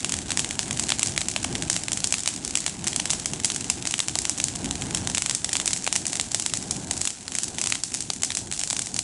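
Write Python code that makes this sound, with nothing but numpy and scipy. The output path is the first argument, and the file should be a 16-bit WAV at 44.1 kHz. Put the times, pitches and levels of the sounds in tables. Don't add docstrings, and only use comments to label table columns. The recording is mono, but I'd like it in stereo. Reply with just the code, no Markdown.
import sys
import numpy as np
from scipy import signal
from scipy.fft import rfft, irfft
from scipy.io import wavfile
from scipy.ndimage import uniform_filter1d

SR = 44100
rng = np.random.default_rng(int(sys.argv[2]) if len(sys.argv) > 2 else 0)


def dump(signal):
    limited = np.clip(np.atleast_2d(signal).T, -1, 1)
    pcm = np.round(limited * 32767).astype(np.int16)
    wavfile.write(sys.argv[1], SR, pcm)


def gain_from_db(level_db):
    decades = np.asarray(level_db, float) / 20
    return 10 ** decades


N = 398223

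# t/s, energy/dB, woody low part over the crack/dB
LIGHT_TEARS = [(0.14, 1.5, -4), (0.7961, 5, -6.5), (0.9031, 4, -2.5), (1.3627, 5, 3.5), (1.7644, 3, -3.5),
               (1.9188, 1.5, -5), (2.1244, 8.5, -7), (2.1406, 3.5, 0), (2.2759, 8, -3.5),
               (2.5541, 7.0, -5.5), (2.8735, 2.5, -6), (3.0561, 2, -3), (3.2585, 5, -8),
               (3.4556, 4.5, -15), (3.6998, 8.0, -7.5), (3.8728, 4.5, -9.5), (4.4407, 8.5, -16),
               (4.7102, 0.5, -6), (5.0734, 2.5, -2.5), (5.2964, 4.5, -6.5), (5.3492, 5.5, -14),
               (5.5542, 2.5, 2), (5.9615, 7.5, -6.5), (6.0673, 4, -14), (6.1978, 4.5, -1),
               (6.3977, 3.0, -11.5), (6.4621, 5.5, -5), (7.0151, 4, -10), (7.386, 4.5, -9.5),
               (8.7013, 2.5, -12)]
# t/s, energy/dB, woody part/dB
SHARP_BREAKS = [(0.1219, 3.0, -7), (0.3183, 2, -2), (0.3734, 6.5, -5), (0.5923, 7.5, -5), (0.9204, 7, 3),
                (1.1778, 6, -3), (1.2849, 3.5, -8.5), (2.5729, 2.5, -8), (2.6639, 5.5, -3.5),
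                (2.8818, 4.0, -9), (3.1103, 3.5, -34), (3.9402, 3, -3), (3.9921, 4.5, -5), (4.0036, 2.5, -10),
                (4.0836, 3.5, -5.5), (4.253, 4, -4), (4.2955, 7.5, -11.5), (5.1809, 5.5, -4),
                (5.2212, 3.5, -4.5), (5.2612, 4, -4), (5.5676, 3, -8), (5.8765, 2, 1), (5.927, 7.5, -6.5),
                (6.3463, 8.5, -7.5), (7.672, 4, -6), (7.7231, 7, 1), (7.8362, 5, -15), (8.2341, 8, -7),
                (8.3711, 5, -9.5), (8.636, 3.5, -8.5)]
# t/s, energy/dB, woody part/dB
RIPS = [(0.0456, 5, -2), (0.3937, 6.0, -4.5), (0.9942, 3.5, -8), (1.0301, 8.5, -9), (1.0716, 2.5, -28),
        (1.6994, 9.5, -12), (1.9315, 3.0, -14), (2.0423, 6.5, -9), (2.9615, 5, -9), (3.1038, 5, -7.5),
        (3.1331, 3.0, -6), (3.4465, 8.5, -8.5), (4.1544, 4, -7), (4.1876, 5, -10), (4.4009, 3, -5),
        (4.9475, 5.5, -7), (5.1483, 5, -5.5), (5.4451, 5, -7.5), (5.5307, 5.5, -9), (5.6585, 3.5, -12),
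        (5.6771, 6.5, -6), (5.732, 6, -10), (5.9554, 2.5, -4), (6.5367, 5.5, -7), (6.7098, 3.5, -17),
        (6.9107, 4.5, -8), (7.0529, 2.0, -8.5), (7.0744, 4, -9.5), (8.792, 2.5, -6), (8.9903, 4.5, -8)]
# t/s, energy/dB
TWIG_CRACKS = [(0.1532, -16), (0.4022, -5), (1.7296, 0.5), (2.0498, -8), (2.0722, 0), (2.2042, -4.5),
               (2.4492, 1), (2.6041, -3.5), (3.1981, -4.5), (4.2183, -3), (4.471, -14), (5.5613, -7),
               (5.7743, -4), (5.8429, -2.5), (6.2114, 0), (6.3173, -2), (6.4222, -2), (6.572, 0),
               (7.0456, -9), (7.4335, 2), (7.4417, -2.5), (7.7023, -14), (7.9411, 1.5), (7.9717, -8),
               (8.0056, -0.5), (8.2476, 1), (8.3504, 1), (8.5932, 0.5), (8.8202, -2.5), (8.9429, -2.5)]
# t/s, energy/dB
TWIG_POPS = [(0.0939, -0.5), (0.773, -3.5), (1.0602, -1), (1.2078, -1.5), (1.4297, -4.0), (1.5812, -10),
             (2.1065, -7), (2.1829, -3.0), (2.2344, -5), (2.2876, -1), (2.4775, -3), (2.8421, -5.5),
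             (3.5187, -2), (3.5616, 1), (3.6433, -4.5), (3.9097, 0.0), (4.3771, -6), (4.4838, -1.0),
             (6.1545, 0.5), (6.5538, -7), (6.9679, -9), (7.1044, -3.5), (7.352, 2.5), (7.6144, 2.5),
             (7.6396, 0.5), (7.947, 0), (8.7072, 1.5), (8.7292, -1), (8.8702, -4.5), (8.9638, 0.0)]
# t/s, energy/dB
TWIG_SNAPS = [(0.6299, -4.5), (0.8384, -4.5), (0.8916, 1.5), (1.7411, -6), (1.9734, 0), (2.2595, 0.5),
              (2.5851, -8), (2.8688, -2), (3.1185, -14), (3.3347, -1.0), (3.3998, -6), (4.6442, -5.5),
              (4.9722, -3), (5.0991, -1.5), (5.3102, 1.5), (5.4919, -1), (5.6144, -6), (5.7076, -4.0),
              (5.7631, -4.5), (6.0544, -2), (6.098, -11), (6.1307, 0.5), (6.2414, -14), (7.28, -6.5),
              (7.3201, -5.5), (7.6594, -2.0), (8.1024, 0.5), (8.5142, -3.5), (8.5246, -2), (8.766, 1)]
# t/s, energy/dB
TWIG_KNOCKS = [(0.3054, 1), (0.4456, -1.5), (0.5091, -0.5), (0.7092, 1), (0.7894, -11), (1.1629, -5.0),
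               (1.2152, 0.5), (1.4453, 1.5), (1.5528, 0.5), (1.6232, 0.5), (1.8829, -0.5), (2.6794, -2.5),
               (2.9304, -4), (2.9993, 4), (3.0977, -4.5), (3.5012, 0), (3.8534, -2.5), (4.0953, -10),
               (4.5561, -10), (4.6581, -5.5), (4.7547, -6.5), (4.8209, -3.5), (5.1725, -1), (5.5998, 1),
               (5.8654, -0.5), (7.5842, 0.5), (7.7536, -1.5), (8.3045, -1), (8.3193, -4), (8.6137, -4.5)]
# events, tearing tail over the shock/dB
BRANCHES = [(LIGHT_TEARS, -5), (SHARP_BREAKS, -7), (RIPS, 2.1)]
# events, woody part over the crack/dB
TWIGS = [(TWIG_CRACKS, -13.5), (TWIG_POPS, -8.5), (TWIG_SNAPS, -5.5), (TWIG_KNOCKS, -1.6)]


def table(rows):
    s, *columns = np.transpose(rows)
    return [np.interp(np.arange(N) / SR, s, column) for column in columns]


def colour(x, points, size=8192):
    hz, db = np.transpose(points)
    bin_hz = np.arange(1, size // 2 + 2) * SR / size
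    log_gain = np.log(gain_from_db(np.interp(np.log(bin_hz), np.log(hz), db)))
    cepstrum = irfft(log_gain)
    cepstrum[1:size // 2] *= 2
    cepstrum[size // 2 + 1:] = 0
    response = irfft(np.exp(rfft(cepstrum)))
    response = response / np.linalg.norm(response)
    return signal.oaconvolve(x, response[None], axes=1)[:, :N]


def unit(x):
    return x / np.sqrt(np.mean(x ** 2))


def walk(rate):
    hold = int(SR / rate)
    levels = rng.standard_normal(400)[:N // hold + 1]
    steps = np.repeat(levels, hold)[:N]
    return unit(uniform_filter1d(uniform_filter1d(steps, hold), hold))


def stereo_noise(side_db):
    mid, side = rng.standard_normal((2, N))
    return mid + gain_from_db(side_db) * side * np.array([[1], [-1]])


def bursts(s, db, pan_db, shape):
    lag_s = pan_db * 1.6e-6
    out = []
    for side in (1, -1):
        start = np.clip(np.round((s - side * lag_s / 2) * SR).astype(int), 0, N)
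        place = start[:, None] + np.arange(shape.shape[1])
        gain = gain_from_db(db + side * pan_db / 2)[:, None]
        laid = np.bincount(place.ravel(), (shape * gain).ravel(), N + shape.shape[1])
        out.append(laid[:N])
    return np.array(out)


def tearing(tear_db, tear_ms, size=384):
    t = np.arange(size) / SR
    chance = rng.standard_normal((len(tear_db), size + 1))
    decay_ms = tear_ms * np.exp(0.3 * chance[:, -1:])
    tail = chance[:, :size] * np.exp(-t * 1000 / decay_ms)
    tail = tail * np.clip(t * 2000, 0, 1)
    shape = gain_from_db(tear_db)[:, None] * tail / np.linalg.norm(tail, axis=1, keepdims=True)
    shape[:, 0] = 1
    return shape / np.linalg.norm(shape, axis=1, keepdims=True)


def busy_db():
    s = np.array([row[0] for events, _ in BRANCHES + TWIGS for row in events])
    settle_s = 0.033
    keep = np.exp(-1 / (settle_s * SR))
    count = np.bincount((s * SR).astype(int), minlength=N)[:N]
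    stir = signal.lfilter([1], [1, -keep], count)
    return 20 * np.log10((stir + 0.53) / np.mean(stir))


def leaves(fizz_db, turn_db, count=6000):
    # f/Hz, level/dB
    fizz_colour = [(410, -37.5), (700, -12), (874, -11.5), (1270, -6.5), (2820, -3.5), (4890, -4.5),
                   (7540, 2), (10600, -9), (11100, -15), (11500, -22), (15000, -30), (22000, -120)]
    when, size, place = rng.random((count, 3)).T
    shape = tearing(6.7 * (place - size), tear_ms=0.9, size=160)
    tick_db = -3.2 * np.log(size + 0.00067)
    ticks = bursts(when * N / SR, tick_db, 9 * (place - 0.5), shape)
    flicker = gain_from_db(1.5 * walk(25))
    blur = gain_from_db(-10.5) * flicker * stereo_noise(side_db=0)
    fizz = unit(colour(unit(ticks) + blur, fizz_colour))
    return fizz * gain_from_db(fizz_db - 2.77 + np.array([turn_db, -turn_db]) / 2)


def shaded(fizz, turn_db):
    lower = signal.sosfiltfilt(signal.butter(2, 3920, fs=SR, output="sos"), fizz)
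    shade = np.clip(-0.14 * turn_db, 0, 0.8)
    return fizz - shade * lower


def flames(roar_db):
    # f/Hz, level/dB
    roar_colour = [(12, -41), (20, -14), (87, 1), (227, 1), (310, -1), (472, -12), (562, -14.5),
                   (770, -8.5), (1300, -22.5), (1690, -7), (2860, -120)]
    hz, db = np.transpose(roar_colour)
    fine_hz = np.geomspace(hz[0], hz[-1], num=60)
    curve_db = np.interp(np.log(fine_hz), np.log(hz), db)
    billow_db = 1.4 * walk(16)
    out = 0
    for centre_hz, side_db in ((50, -19), (130, -19.5), (330, -14.0), (750, -6.5)):
        fine_db = curve_db - 7 * np.log2(fine_hz / centre_hz) ** 2
        band = colour(stereo_noise(side_db), np.transpose([fine_hz, fine_db]))
        size = np.sqrt(np.sum(gain_from_db(fine_db) ** 2 * fine_hz))
        out = out + band * size * gain_from_db(billow_db + 1.2 * walk(9))
    return unit(out) * gain_from_db(roar_db + 2.5)


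def pop_list(count=70):
    twig_tear_db = 1
    rows = [(*row, tear_db) for events, tear_db in BRANCHES for row in events]
    rows += [(*row, wood_db, twig_tear_db) for events, wood_db in TWIGS for row in events]
    listed = np.transpose(rows)
    when = rng.choice(listed[0], size=count) + 0.0058 + 0.039 * rng.exponential(size=count)
    chance = rng.standard_normal((count, 2)).T
    stalk_db = -6.5 + 2.0 * chance[0]
    stalk_wood_db = -11 + 1.5 * chance[1]
    stalks = [when, stalk_db, stalk_wood_db, np.full(count, twig_tear_db)]
    s, db, wood_db, tear_db = np.hstack([listed, stalks])
    crack_db = db - 10 * np.log10(1 + gain_from_db(wood_db) ** 2)
    return s, crack_db, wood_db, tear_db + 2.0 * rng.standard_normal(len(s))


def bounced(shape, tear_db):
    bounce_s = rng.uniform(0.0012, 0.0024, size=len(shape))
    lag = (bounce_s * SR).astype(int)
    echo = np.zeros(shape.shape)
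    echo[np.arange(len(shape)), lag] = -gain_from_db(-11.5 + 0.85 * tear_db) * shape[:, 0]
    both = shape + echo
    return both / np.linalg.norm(both, axis=1, keepdims=True)


def scatter(x, delay_s, t60_s, db, side_db):
    keep = gain_from_db(-120 / (t60_s * SR))
    energy = signal.lfilter([1 - keep], [1, -keep], uniform_filter1d(x ** 2, size=257))
    late = np.roll(energy, int(delay_s * SR), axis=1)
    return x + gain_from_db(db) * np.sqrt(np.abs(late)) * stereo_noise(side_db)


def pops(turn_db):
    # f/Hz, level/dB
    crack_colour = [(1470, -36.5), (2500, -12.5), (4800, -2), (7690, 5), (10600, -6), (11200, -15),
                    (11500, -13.5), (15000, -79), (22000, -120)]
    # f/Hz, level/dB
    wood_colour = [(300, -30.5), (600, -2), (1000, -2.5), (1300, -4), (2200, 2.5), (3200, 4.5), (4200, 3),
                   (7000, -43.5)]
    s, db, wood_db, tear_db = pop_list()
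    facing_db = turn_db[np.clip((s * SR).astype(int), 0, N - 1)]
    pan_db = facing_db + 2.5 * rng.standard_normal(len(s))
    bright_db = np.minimum(tear_db + 2, 1)
    dull_db = bright_db - 5
    crack_shape = bounced(tearing(bright_db, tear_ms=2.03), tear_db)
    crack = bursts(s, db + 1.38, pan_db, crack_shape)
    knock_shape = bounced(tearing(dull_db, tear_ms=0.91), tear_db)
    knock = bursts(s, db + wood_db + 2.05, pan_db, knock_shape)
    crack = scatter(crack, delay_s=0.007, t60_s=0.3, db=-9.0, side_db=-9.5)
    knock = scatter(knock, delay_s=0.0035, t60_s=0.24, db=-16.0, side_db=-1)
    return colour(crack, crack_colour) + colour(knock, wood_colour)


def snaps():
    # t/s, peak level/dB
    thick_sticks = [(0.298, -38), (0.902, -27), (1.362, -24), (1.444, -11.5), (1.696, -14.5), (2.121, -25),
                    (3.698, -19), (4.155, -13.5), (5.444, -29), (5.864, -22), (5.872, -6), (6.342, -11.5),
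                    (6.909, -15), (7.72, -19), (8.097, -22), (8.233, -39), (8.726, -14.5)]
    # f/Hz, level/dB
    thump_colour = [(60, -28), (200, -11.5), (750, 16.5), (1500, 2), (3000, -30.5)]
    s, db = np.transpose(thick_sticks)
    push = np.ones((len(s), 1))
    return colour(bursts(s + 0.0035, db + 6.5, 0 * s, push), thump_colour)


def rings(turn_db, size=512):
    # t/s, peak level/dB, f/Hz
    hollow_sticks = [(1.1772, -9, 2400), (2.9967, -16, 3120), (3.9402, -10, 2980), (4.0026, -3.5, 3730),
                     (4.4002, -15, 3160), (4.71, -13, 3730), (7.0736, -12, 3660), (7.2799, -14, 4600),
                     (8.1022, -4, 4580), (8.304, -16, 3520), (8.3196, -13, 4660)]
    s, db, hz = np.transpose(hollow_sticks)
    cycles = hz[:, None] * np.arange(size) / SR
    decay_cycles = 2.0
    shape = np.sin(2 * np.pi * cycles) * np.exp(-cycles / decay_cycles)
    return bursts(s, db - 0.5, turn_db[(s * SR).astype(int)], shape)


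def scene():
    # t/s, roar level/dB
    roar_level = [(0.0, -40.5), (0.85, -36.5), (1.33, -42.5), (1.53, -33.5), (2.29, -46.5), (2.54, -38.5),
                  (2.59, -44.5), (2.86, -39.5), (4.48, -41.5), (4.88, -33.5), (5.23, -40.5), (6.56, -42.5),
                  (6.96, -36.5), (7.14, -52), (7.37, -41), (7.9, -46.5), (8.98, -41.5), (9.03, -48)]
    # t/s, left minus right level/dB
    camera_turn = [
        (0.0, 0.5),
        (3.9, 0),
        (9.03, -3.5),
    ]
    roar_db, = table(roar_level)
    turn_db, = table(camera_turn)
    fizz_db = -35.5 + 0.26 * (roar_db + 40) + 0.07 * busy_db()
    bursting = pops(turn_db) + rings(turn_db) + snaps()
    fizz = shaded(leaves(fizz_db, turn_db), turn_db)
    return bursting + fizz + flames(roar_db)


def top_cut(x):
    return signal.sosfilt(signal.butter(12, 12340, fs=SR, output="sos"), x)


def record(dry):
    top_hz = 11150
    rounded = 0.88 * np.tanh(dry / 0.88)
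    cut = signal.sosfiltfilt(signal.ellip(8, 0.1, 45, top_hz, fs=SR, output="sos"), rounded)
    loudness = uniform_filter1d(np.abs(dry), size=129)
    sudden = np.clip(gain_from_db(21.5) * loudness, 0, 1) ** 2
    above = signal.sosfiltfilt(signal.butter(6, top_hz, "high", fs=SR, output="sos"), dry)
    return top_cut(cut + gain_from_db(-12.5) * sudden * above)


dry = scene()
out = record(dry)
dump(out)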